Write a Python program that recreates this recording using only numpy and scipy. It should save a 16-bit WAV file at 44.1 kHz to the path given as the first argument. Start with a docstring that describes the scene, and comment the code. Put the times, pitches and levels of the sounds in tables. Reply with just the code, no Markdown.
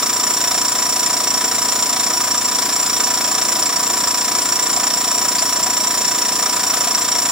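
"""A small piston air compressor on its tank, indoors, close to the microphone and a little to the right. It
runs from the first moment: each turn of the crank gives an intake thump, then a rush of air, a bright rattle of
reed valves and a knock. The motor whines under the changing load, over a hum and a steady hiss. The housing
rattles harder around 3.9 and 4.8 s, a valve gives a short metallic tick at 5.4 s, and the rattle swells once
more around 6.7 s while the machine runs on."""
import sys
import numpy as np
from scipy.fft import rfft, irfft, next_fast_len
from scipy.io import wavfile
from scipy.ndimage import uniform_filter1d, map_coordinates

SR = 44100
rng = np.random.default_rng(int(sys.argv[2]) if len(sys.argv) > 2 else 0)


def master_out(mix):
    """Clip the mix to full scale and print it as 16-bit PCM to the path in sys.argv[1]."""
    frames = np.transpose(np.atleast_2d(mix))
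    ceiling = np.clip(frames, -1, 1)
    pcm = np.round(ceiling * 32767).astype(np.int16)
    wavfile.write(sys.argv[1], SR, pcm)


N = 322479

CRANK_HZ, MAINS_HUM_HZ, MIC_TOP_HZ = 28.91, 120, 15780
WHINE_CYCLES_PER_TURN = 34

# Steel reed valves. Each row: frequency in Hz, width in Hz, relative level in dB.
REED_MODES = [(5603, 50, 0), (7087, 20, 0), (7238, 40, -.5), (7317, 26, 1)]
# Cylinder head, rattled by the reeds. Each row: frequency in Hz, width in Hz, relative level in dB.
HEAD_MODES = [(5010, 33, -2.5), (5390, 83, -2.5), (5660, 103, 3), (7040, 143, -1.5), (7060, 72, -26),
              (8490, 30, 0.5), (9730, 40, 3)]
# Pump housing and tank. Each row: frequency in Hz, width in Hz, relative level in dB.
HOUSING_MODES = [(359.5, 13, 1.5), (489, 40, -5.5), (628.7, 8.1, 5), (701.6, 18.6, 7), (758.6, 45, 4.5),
                 (1007, 64, 0.5), (1133, 98, 4), (1218, 21, 4.5), (1271, 27, -2), (1415, 13, 1),
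                 (1487, 16, -1.5), (1687, 53, -0.5), (1810, 13, -16), (2224, 33, -2), (2470, 17, -10)]
# Intake cavity. Each row: frequency in Hz, width in Hz, relative level in dB.
INTAKE_MODES = [(215, 14, -6), (245, 33, 3.5), (281, 24, 2.5), (332, 8.3, -17), (436.5, 25, -0.5),
                (576, 33, -22), (646, 31, -5), (740, 35, -36)]
# Air rushing through the head. Each row: frequency in Hz, relative level in dB.
RUSH_SPECTRUM = [(100, -100), (250, -70), (600, -61), (880, -70.5), (1200, -68), (2000, -61.5),
                 (2800, -69.5), (3600, -59), (5100, -71), (6300, -63), (9000, -103), (12000, -113)]
# Jet of escaping air. Each row: frequency in Hz, relative level in dB.
HISS_SPECTRUM = [(6500, -81.5), (8100, -71), (8550, -65), (9800, -60.5), (10300, -70), (11200, -64.5),
                 (11600, -140), (12500, -100), (12850, -63.5), (13700, -78), (14180, -60.5), (14800, -65),
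                 (15700, -65.5)]
# Steady noise behind the strokes. Each row: frequency in Hz, relative level in dB.
FLOOR_SPECTRUM = [(20, -97), (55, -79), (95, -77), (130, -73), (210, -65), (330, -64.5), (400, -71.5),
                  (600, -68.5), (880, -71), (1300, -67.5), (1900, -69), (2800, -71.5), (4500, -69),
                  (6400, -72.5), (10000, -76), (12000, -109)]
# Likeness of the air noise on the two channels. Each row: frequency in Hz, correlation from 0 to 1.
STEREO_LIKENESS = [(100, 0.93), (700, 0.96), (1500, 1), (3000, 0.86), (6000, 0.78), (8500, 1),
                   (14000, 0.31)]
# Spells of heavier rattling. Each row: middle in seconds, length in seconds, rise in dB.
RATTLE_SPELLS = [(3.85, .9, 2.5), (4.759, .4, 2.8), (6.66, .7, 3)]
# Tick of a valve. Each row: time of the peak in seconds, relative level in dB.
TICK_EVENTS = [(5.3855, -9)]
# Hard surfaces nearby. 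Each row: left delay in seconds, right delay in seconds, treble gain in dB.
REFLECTIONS = [(.0031, .0034, -21.5), (.0056, .0052, -12.5), (.0083, .0087, -18.5), (0.0126, 0.02, -12),
               (0.0177, 0.021, -17.5)]


def reed_valves():
    """Foremost at the microphone: the reeds chatter as the air passes and ring on after they close."""
    lift = stroke(opens=.58, rise=.25, sharpness=2, scatter_db=.4, jitter=.03)
    chatter = (lift * amp(2.0 * wobble(500)) + 0.12) * turbulence()
    contact = filtered(chatter, lambda hz: 1 / (1 + (hz / 11000) ** 8))  # soft seats dull the very top
    ringing = amp(-0.5) * ring(contact, REED_MODES) + amp(-7) * ring(contact, HEAD_MODES)
    # the piston delivers nearly the same energy on every turn, however the reeds bounce
    period = round(SR / CRANK_HZ)
    energy = uniform_filter1d(uniform_filter1d(np.mean(ringing ** 2, 0), period), period)
    return amp(-19.0) * unit(ringing / (np.abs(energy) + 1e-6) ** 0.2)


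def air_rush():
    """Each compression pushes a rough rush of air through the head and shakes the housing."""
    swell = stroke(opens=.58, rise=.27, sharpness=2.2, scatter_db=1.2, jitter=.018)
    flow = swell * amp(1.4 * wobble(700))
    rush = amp(-0.4 + 0.48 * wobble(7.8)) * coloured(flow * turbulence(), RUSH_SPECTRUM)
    return rush + housing_rattle(flow)


def housing_rattle(flow):
    """The housing rings with the air flow; its level drifts and now and then swells and settles."""
    t = np.arange(N) / SR
    spells_db = sum(db * np.cos(np.pi * np.clip((t - middle) / length, -.5, .5)) ** 2
                    for middle, length, db in RATTLE_SPELLS)
    level_db = -29.0 + 0.43 * wobble(3.48) + spells_db
    return amp(level_db) * ring((flow + 0.1) * turbulence(), HOUSING_MODES)


def motor():
    """A whine over mains hum: the shaft slows on compression, and the tone dips at both dead centres."""
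    turn = crank_turns()
    centres = 4 * np.pi * (turn - .18)
    lag = .7 * np.cos(2 * np.pi * (turn - .69)) + .24 * np.sin(centres)
    load = 1 + .3 * np.cos(centres) + .12 * np.cos(2 * np.pi * (turn - .24))
    whine = load * np.sin(2 * np.pi * WHINE_CYCLES_PER_TURN * turn + lag + 0.055 * wobble(11))
    hum = np.sin(2 * np.pi * MAINS_HUM_HZ * np.arange(N) / SR + .06 * wobble(5))
    whine_db = -31.5 + 0.58 * wobble(3.77)
    hum_db = -48.5 + 0.64 * wobble(3.02)
    return amp(whine_db) * unit(whine) + amp(hum_db) * unit(hum)


def piston():
    """A gulp of air thumps the intake; near the top of the stroke the rod knocks the housing."""
    thumps = blows(angle=.49, scatter_db=.6)
    knocks = blows(angle=.86, scatter_db=1)
    gulp = filtered(thumps, lambda hz: highpass(hz, 110) ** 2)
    cushioned = filtered(knocks, lambda hz: 1 / (1 + 1j * hz / 1800))  # the oil film softens the blow
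    return amp(-36.0) * ring(gulp, INTAKE_MODES) + amp(-45.5) * ring(cushioned, HOUSING_MODES)


def air_leak():
    """A steady jet of escaping air hisses, swelling after each delivery of pressure."""
    swell = stroke(opens=.62, rise=.34, sharpness=6, scatter_db=1, jitter=.015)
    pressure = (.8 + .33 * swell) * amp(.4 * wobble(10))
    return coloured(pressure * turbulence(), HISS_SPECTRUM)


def valve_tick():
    """A valve gives a short metallic tick and buzzes for a moment."""
    t = np.arange(N) / SR
    touch = sum(amp(db - 60 * np.abs(t - peak) / 0.077) * (t > peak - .002) for peak, db in TICK_EVENTS)
    buzz = ring(turbulence(), modes=[(4540, 88, -4), (4940, 70, -5), (5070, 80, 3)])
    return amp(-4) * touch * buzz


def noise_floor():
    """An even, broad noise lies behind the strokes."""
    return coloured(turbulence(), FLOOR_SPECTRUM)


def room(direct):
    """Hard surfaces near the microphone return the treble differently to each side."""
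    def echoes(hz):
        return sum(amp(db) * np.exp(-2j * np.pi * hz * np.array([[left], [right]]))
                   for left, right, db in REFLECTIONS)
    return filtered(direct, lambda hz: echoes(hz) * highpass(hz, 900) ** 2)


def crank_turns():
    """Crank angle in turns."""
    return CRANK_HZ * np.arange(N) / SR


def stroke(opens, rise, sharpness, scatter_db, jitter):
    """One swell a turn, each differing in size and timing; opens, rise and jitter are in turns."""
    count, angle = np.divmod(crank_turns() - opens + 2, 1)
    size, late = rng.standard_normal((int(count[-1]) + 1, 2))[count.astype(int)].T
    progress = np.maximum(angle - jitter * late, 0) / rise  # 1 at the peak
    return amp(scatter_db * size) * (progress * np.exp(1 - progress)) ** sharpness


def blows(angle, scatter_db):
    """One impulse a turn at a set crank angle."""
    at = np.flatnonzero(np.diff(np.floor(crank_turns() - angle)))
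    return np.bincount(at, amp(scatter_db * rng.standard_normal(len(at))), N)


def turbulence():
    """Stereo white noise, alike on both channels in the bass and less so in the treble."""
    def spread(hz):
        angle = np.arccos(np.clip(along(STEREO_LIKENESS, hz), 0, 1)) / 2
        return np.array([np.cos(angle), np.sin(angle)])
    mid, side = filtered(rng.standard_normal((2, N)), spread)
    return np.array([mid + side, mid - side]) * np.sqrt(SR / 2)


def ring(x, modes):
    """x through damped resonances, at rms 1. Each mode: frequency in Hz, width in Hz, level in dB."""
    def response(hz):
        return sum(amp(db) * 1j * hz * width / (centre ** 2 - hz ** 2 + 1j * hz * width)
                   for centre, width, db in modes)
    return unit(filtered(x, response))


def coloured(x, spectrum):
    """x shaped by (Hz, dB) points."""
    return filtered(x, lambda hz: amp(along(spectrum, hz)))


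def filtered(x, response):
    """x times a complex response of frequency."""
    size = next_fast_len(N + SR // 4)
    return irfft(rfft(x, size) * response(np.fft.rfftfreq(size, 1 / SR)), size)[..., :N]


def highpass(hz, corner_hz):
    """Response of a one-pole bass cut."""
    return 1j * hz / (1j * hz + corner_hz)


def wobble(rate):
    """A smooth random curve, rate knots a second."""
    return map_coordinates(rng.standard_normal(int(N * rate / SR) + 4), [np.arange(N) * rate / SR])


def along(points, hz):
    """(Hz, value) points joined on a log axis."""
    point_hz, values = np.transpose(points)
    return np.interp(np.log(hz + 1), np.log(point_hz + 1), values)


def amp(db):
    """Decibels to gain."""
    return 10 ** (np.asarray(db) / 20)


def unit(x):
    """x scaled to rms 1."""
    return x / np.sqrt(np.mean(x ** 2) + 1e-20)


def scene():
    """The machine stands close by and a little to the right, so the left channel hears it later."""
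    machine = piston() + motor() + air_rush() + noise_floor() + reed_valves() + air_leak() + valve_tick()
    lag_samples = 1.4
    direct = filtered(machine, lambda hz: np.exp(1j * np.pi * hz * lag_samples / SR * np.array([[-1], [1]])))
    return (direct + room(direct)) * amp([[.25], [-.25]])  # the left is a shade louder


def record(dry):
    """The microphone loses the deep bass and keeps nothing above its band limit."""
    return filtered(dry, lambda hz: (hz < MIC_TOP_HZ) * highpass(hz, 35) ** 3)


dry = scene()
out = record(dry)
master_out(out)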